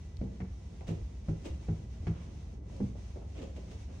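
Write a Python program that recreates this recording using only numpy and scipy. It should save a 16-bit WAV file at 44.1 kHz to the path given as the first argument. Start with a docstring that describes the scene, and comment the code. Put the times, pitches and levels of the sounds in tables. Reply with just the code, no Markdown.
"""Someone climbs the last carpeted steps of a narrow wooden staircase and walks onto the landing.
Clothes rustle over a low indoor rumble and a faint whine from the start. Three light footfalls come
first, then four heavier ones: each thumps the boards, knocks in the stairwell and taps through the
pile, with scuffs and small ticks around them. In the last second the soles only brush the carpet
and the boards knock lightly as the weight shifts."""
import sys
import numpy as np
from scipy import signal
from scipy.fft import rfft, irfft
from scipy.io import wavfile
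from scipy.ndimage import uniform_filter1d

SR = 44100
rng = np.random.default_rng(int(sys.argv[2]) if len(sys.argv) > 2 else 0)


def store_pcm(level_fs):
    """Save levels as 16-bit WAV."""
    pcm = np.round(np.clip(level_fs, -1, 1) * 32767).astype(np.int16)
    wavfile.write(sys.argv[1], SR, np.atleast_2d(pcm).T)


N = 176400
T = np.arange(N) / SR

# footfalls (time [s], thump [dB], board pitch [ratio], knock [dB], knock pitch [Hz], tap [dB],
# tap tilt [dB/octave], heel to ball and ball to toes [s], ball [dB re heel], toes [dB re heel])
FOOTFALLS = [(0.212, -37.5, 1.17, -37, 270, -54.5, 2, .02, -7, -4),
             (0.403, -37, 1.166, -50, 255, -45, 0.5, .022, -3, -8),
             (0.888, -38.5, 1.0, -37, 254, -48.5, 1.5, .018, 3.5, -3),
             (1.285, -30.5, 1.0, -37, 252, -49.5, 1, .0187, -4.5, -6),
             (1.684, -29.5, 1.0, -44, 257, -44, -1.5, .0187, -8.5, -8),
             (2.069, -31, 1.02, -40, 200, -40.5, 1, .0187, -4, -6),
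             (2.803, -29.5, 1.22, -34, 214, -53, 0, .02, -7.5, -10)]
# modes of boards and joists (frequency [Hz], level [dB], t60 [s])
BOARD_MODES = [(76.2, -0.5, 0.33), (101.5, 2.5, 0.28), (160.4, 5.5, 0.17), (202.5, -4.5, 0.17),
               (242, -16.5, 0.27), (314.2, -6.5, 0.11), (384, -15, 0.28), (423, -18, 0.18), (810, -22, 0.1)]
# dull knock of a tread (frequency [multiple of its pitch], level [dB])
KNOCK_EQ = [(.28, -4), (.56, 3.5), (.92, 1.5), (1.36, -6), (2, -9.5), (3, -24.5), (4.8, -46), (12, -65)]
# sole tapping through the pile (frequency [Hz], level [dB])
TAP_EQ = [(200, 7.5), (450, 11), (850, 2.5), (1500, -3), (2400, -7), (3500, -22), (6000, -22.5),
          (12000, -60)]
# floor flexing underfoot (time [s], level [dB], pitch [Hz])
FLOOR_FLEXES = [(0.188, -31.5, 59.3), (0.511, -36, 64), (1.021, -35, 59.6), (1.502, -31.5, 69.7),
                (2.006, -34, 82)]
# light shifts of weight (time [s], level [dB], tilt [dB/octave])
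WEIGHT_SHIFTS = [(0.805, -49.5, 4.5), (2.026, -49.5, -5), (2.95, -50, 0.5), (3.157, -45, 0.5),
                 (3.212, -52.5, 3.5), (3.571, -48.5, -2)]
# their hollow tone (frequency [Hz], level [dB])
SHIFT_EQ = [(80, -12), (190, 7), (380, 4), (640, 1.5), (900, -9), (2500, -39)]
# soles brushing carpet (time [s], attack [s], decay [s], hiss [dB], hiss tilt [dB/octave], body [dB])
CARPET_SCUFFS = [(0.864, 0.018, 0.037, -52, 0.7, -46), (1.441, .019, 0.018, -49.5, 1, -41.5),
                 (2.131, 0.034, 0.088, -61.5, -5, -59.5), (2.65, 0.12, 0.024, -79, -3, -52.5),
                 (3.334, 0.051, 0.043, -56.5, -1.5, -47), (3.405, 0.023, 0.018, -54.5, 0, -49),
                 (3.553, 0.014, 0.017, -57.5, -0.5, -52), (3.705, 0.01, 0.023, -56.5, 0.5, -51),
                 (3.878, 0.013, 0.058, -66, -8, -53.5)]
# hiss of the fibres (frequency [Hz], level [dB])
SCUFF_HISS_EQ = [(500, -12.5), (1050, 2.5), (1600, -1), (2900, 4), (4500, -4.5), (6300, -4.5), (8500, -11),
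                 (11500, -32), (15500, -22)]
# rub of the floor below (frequency [Hz], level [dB])
SCUFF_BODY_EQ = [(120, -9.5), (280, 1), (450, -1.5), (650, -7.5), (1000, -21.5), (2000, -42)]
# small ticks (time [s], level [dB], ring [Hz])
SMALL_TICKS = [(0.169, -51, 4200), (0.402, -50, 1850), (0.418, -49, 2060), (0.808, -54.5, 2300),
               (2.081, -55.5, 3760), (2.698, -55, 900), (2.765, -57.5, 5200)]
# tone of a tick (frequency [multiple of its ring], level [dB])
TICK_EQ = [(.25, -38), (.83, -2.5), (1, 3), (1.2, -5.5), (6, -50.5)]
# rubbing fabric (frequency [Hz], level [dB])
RUSTLE_EQ = [(300, 7.5), (700, 10), (1400, 0), (2300, 3), (3300, 0), (4800, -2), (6300, 1.5), (7300, -7),
             (9900, -12), (11000, -41), (15500, -20)]
# rise and fall of the rustle (time [s], level [dB])
RUSTLE_FADER = [(0, -63.5), (.15, -66), (.25, -65), (1.06, -63), (1.18, -65), (1.36, -60.5), (1.96, -64.5),
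                (2.1, -62), (2.54, -63), (2.62, -74.5), (2.71, -61), (3.17, -63.5), (3.27, -67.5),
                (3.35, -63), (3.79, -61.5), (3.87, -64), (4, -61.5)]
# indoor rumble (frequency [Hz], level [dB])
RUMBLE_EQ = [(20, -42), (31, -31.5), (42, -14.5), (54, 0), (75, -1.5), (100, -5.5), (135, -14.5),
             (195, -14.5), (260, -23.5), (400, -27.5), (700, -38.5), (1300, -49), (6000, -88.5)]
# drift of the rumble (time [s], level [dB])
RUMBLE_FADER = [(0, -44.5), (1.8, -42), (4, -43)]
# swells of the whine (time [s], level [dB])
WHINE_FADER = [(0, -77), (.15, -80), (.22, -85), (1.25, -85), (1.42, -77), (1.8, -84.5), (4, -86.5)]
# stairwell reverb (frequency [Hz], level [dB])
TAIL_EQ = [(100, -7), (3000, -11.5), (12000, -15.0)]
# stereo balance (frequency [Hz], left minus right [dB])
BALANCE_EQ = [(150, 0), (280, -1.8), (1000, -2), (2000, 0), (6000, -1), (22050, 0)]

JOIST_TOP_HZ, DETUNE, BLOOM_CYCLES = 400, 0.0043, 0.65
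SETTLE_AFTER_S, SETTLE_FADE_S, SETTLE_DB = 0.047, 0.0062, -4.5  # the planted foot damps the boards
HEEL_RATIO, HEEL_DB = 2.12, -4  # blunt first stroke; pitch and level re the knock
GRAIN_RATE_HZ = 650  # texture of carpet and cloth
RUMBLE_EVEN, RUMBLE_SWELL_S = 0.58, 0.07  # share of the random swells evened out, and their length
WHINE_HZ, WHINE_WAVER_HZ = 1982, 8.07
ROOM_T60_S, ROOM_DB, PREDELAY_S = 0.47, -10.5, 0.015
WALL_S, WALL_DB = 0.012, -7.5  # longest delay and joint level of the early echoes
WIDE_HZ, WIDE_SHARE = 385, 0.9  # above this frequency the two ears differ
ROLL_OFF_DB_PER_OCTAVE, TOP_HZ = 11, 15750


def footfalls():
    """Heel, ball and toes strike a carpeted tread; returns the thumps, and the knocks with their taps."""
    thumps, knocks = 0, 0
    for step, detune in zip(FOOTFALLS, rng.standard_normal((len(FOOTFALLS), len(BOARD_MODES)))):
        start, thump_db, ratio, knock_db, knock_hz, tap_db, tilt_db, roll_s, ball_db, toe_db = step
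        ring = sum(undb(db) * boards(start + k * roll_s, ratio, detune)
                   for k, db in enumerate([0, ball_db, toe_db]))
        planted = np.clip((T - start - SETTLE_AFTER_S) / SETTLE_FADE_S, 0, 1)
        thumps += undb(thump_db + SETTLE_DB * planted) * ring
        heel_tone = np.sin(2 * np.pi * HEEL_RATIO * knock_hz * (T - start))
        heel = undb(HEEL_DB) * burst(start, attack=0.0025, decay=0.0031) * heel_tone
        wood = noise([(knock_hz * k, db) for k, db in KNOCK_EQ])
        knock = burst(start, attack=0.0017, hold=0.026, decay=0.019) * wood
        tap = burst(start, attack=0.00062, hold=0.0021, decay=0.016) * noise(TAP_EQ, tilt_db)
        knocks += undb(knock_db) * (heel + knock) + undb(tap_db) * tap
    return thumps, knocks


def boards(start, ratio, detune):
    """Each mode blooms under the cushioned blow and rings out; the low ones take the tread's pitch."""
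    ring, first = np.zeros(N), int(start * SR)
    age = np.maximum(T[first:first + SR // 2] - start, 0)
    for (hz, db, t60), offset in zip(BOARD_MODES, detune):
        pitch = hz * (ratio if hz < JOIST_TOP_HZ else 1) * (1 + DETUNE * offset)
        bloom = 1 - np.exp(-age * hz / BLOOM_CYCLES)
        decay = np.exp(-np.log(1000) * age / t60)
        ring[first:first + len(age)] += undb(db) * bloom * decay * np.sin(2 * np.pi * pitch * age)
    return ring


def floor_flexes():
    """Deep soft heaves of the floor as the weight moves over it."""
    return sum(undb(db) * burst(start, attack=0.0036, hold=0.007, decay=0.051)
               * np.sin(2 * np.pi * hz * (T - start)) for start, db, hz in FLOOR_FLEXES)


def weight_shifts():
    """Small hollow knocks of the boards as the weight moves."""
    return sum(undb(db) * burst(start, attack=0.0046, hold=0.0084, decay=0.019)
               * noise(SHIFT_EQ, tilt_db) for start, db, tilt_db in WEIGHT_SHIFTS)


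def scuffs():
    """Carpet fibres flick under a sliding sole: a grainy hiss over a hollow rub from the floor below."""
    hiss, body_level = 0, 0
    for start, attack, decay, hiss_db, tilt_db, body_db in CARPET_SCUFFS:
        hiss += undb(hiss_db) * burst(start, attack, decay) * noise(SCUFF_HISS_EQ, tilt_db)
        body_level += undb(body_db) * burst(start, attack, decay, hold=0.014)
    return hiss * flutter(GRAIN_RATE_HZ, depth_db=2.5) + body_level * noise(SCUFF_BODY_EQ)


def ticks():
    """Brief clicks, each with its own ring."""
    return sum(undb(db) * burst(start, attack=0.00037, decay=0.0024)
               * noise([(hz * k, eq_db) for k, eq_db in TICK_EQ]) for start, db, hz in SMALL_TICKS)


def clothes():
    """Fabric rubs as the body moves, with a fine grain and a slower sway."""
    rustle = noise(RUSTLE_EQ) * curve(RUSTLE_FADER)
    return rustle * flutter(GRAIN_RATE_HZ, depth_db=0.5) * flutter(rate_hz=17, depth_db=1.5)


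def room_tone():
    """A bed of even low rumble with a faint wavering whine."""
    rumble = noise(RUMBLE_EQ)
    power = uniform_filter1d(np.mean(rumble ** 2, axis=0), int(RUMBLE_SWELL_S * SR))
    even_rumble = rumble / power ** (RUMBLE_EVEN / 2)
    pitch = WHINE_HZ + WHINE_WAVER_HZ * wander(rate_hz=30)
    whine = np.sqrt(2) * np.sin(2 * np.pi * np.cumsum(pitch) / SR)
    return even_rumble * curve(RUMBLE_FADER) + whine * curve(WHINE_FADER)


def stairwell(x):
    """The narrow stairwell adds a short reverb tail."""
    tail = noise(TAIL_EQ) * burst(PREDELAY_S, attack=0.0064, decay=ROOM_T60_S / np.log(1000))
    tail = tail[:, :SR] / np.sqrt(np.sum(tail ** 2) / 2)
    return x + undb(ROOM_DB) * signal.fftconvolve(x, tail, axes=1)[:, :N]


def walls(x, count=10):
    """Early echoes off the close walls, different for each ear, colour the sound."""
    echoes = np.zeros((2, SR // 10))
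    echoes[:, 0] = 1  # direct sound
    for ear in range(2):
        lags = (WALL_S * SR * rng.uniform(0.1, 1, count)).astype(int)
        echoes[ear, lags] += undb(WALL_DB) * rng.choice([-1, 1], count) / np.sqrt(count)
    return signal.fftconvolve(x, echoes, axes=1)[:, :N] / np.sqrt(1 + undb(WALL_DB) ** 2)


def undb(db):
    """Decibels to gain."""
    return 10 ** (np.asarray(db) / 20)


def curve(rows):
    """Gain over time from (time [s], level [dB]) points."""
    return undb(np.interp(T, *np.array(rows).T))


def colour(rows):
    """EQ gain from (frequency [Hz], level [dB]) points, rolling off above the last."""
    hz, db = np.array(rows).T
    octave = np.log2(np.fft.rfftfreq(N, 1 / SR) + 1)
    roll_off = ROLL_OFF_DB_PER_OCTAVE * np.maximum(octave - np.log2(hz[-1]), 0)
    return undb(np.interp(octave, np.log2(hz), db) - roll_off)


def noise(rows, tilt_db=0):
    """Coloured stereo noise of rms 1, tilted per octave: centred bass, wide treble."""
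    mid, side = rfft(rng.standard_normal((2, N)))
    high = (np.fft.rfftfreq(N, 1 / SR) / WIDE_HZ) ** 4
    side_share = WIDE_SHARE * high / (1 + high) / 2
    stereo = np.sqrt(1 - side_share) * mid + np.sqrt(side_share) * side * np.array([[1], [-1]])
    eq = colour([(hz, db + tilt_db * np.log2(hz)) for hz, db in rows])
    x = irfft(eq * stereo, N)
    return x / x.std()


def wander(rate_hz):
    """Glides between random values at the given rate."""
    return np.interp(T * rate_hz, np.arange(N), rng.standard_normal(N))


def flutter(rate_hz, depth_db):
    """Random gain of rms 1 that changes at the given rate."""
    gain = undb(depth_db * wander(rate_hz))
    return gain / np.sqrt(np.mean(gain ** 2))


def burst(start, attack, decay, hold=0):
    """Envelope with a linear attack, a hold and an exponential decay, all in seconds."""
    age = T - start
    return np.clip(age / attack, 0, 1) * np.exp(-np.maximum(age - attack - hold, 0) / decay)


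def scene():
    """Dry low thumps, foot detail in the stairwell reverb, then clothes and room tone."""
    thumps, knocks = footfalls()
    detail = knocks + weight_shifts() + walls(scuffs()) + ticks()
    return thumps + floor_flexes() + stairwell(detail) + walls(clothes()) + room_tone()


def record(dry):
    """The microphones lean slightly right and the top is cut."""
    lean = np.sqrt(colour(BALANCE_EQ))
    heard = irfft(rfft(dry) * np.array([lean, 1 / lean]), N)
    return signal.sosfilt(signal.ellip(8, 0.2, 70, TOP_HZ, fs=SR, output="sos"), heard)


dry = scene()
out = record(dry)
store_pcm(out)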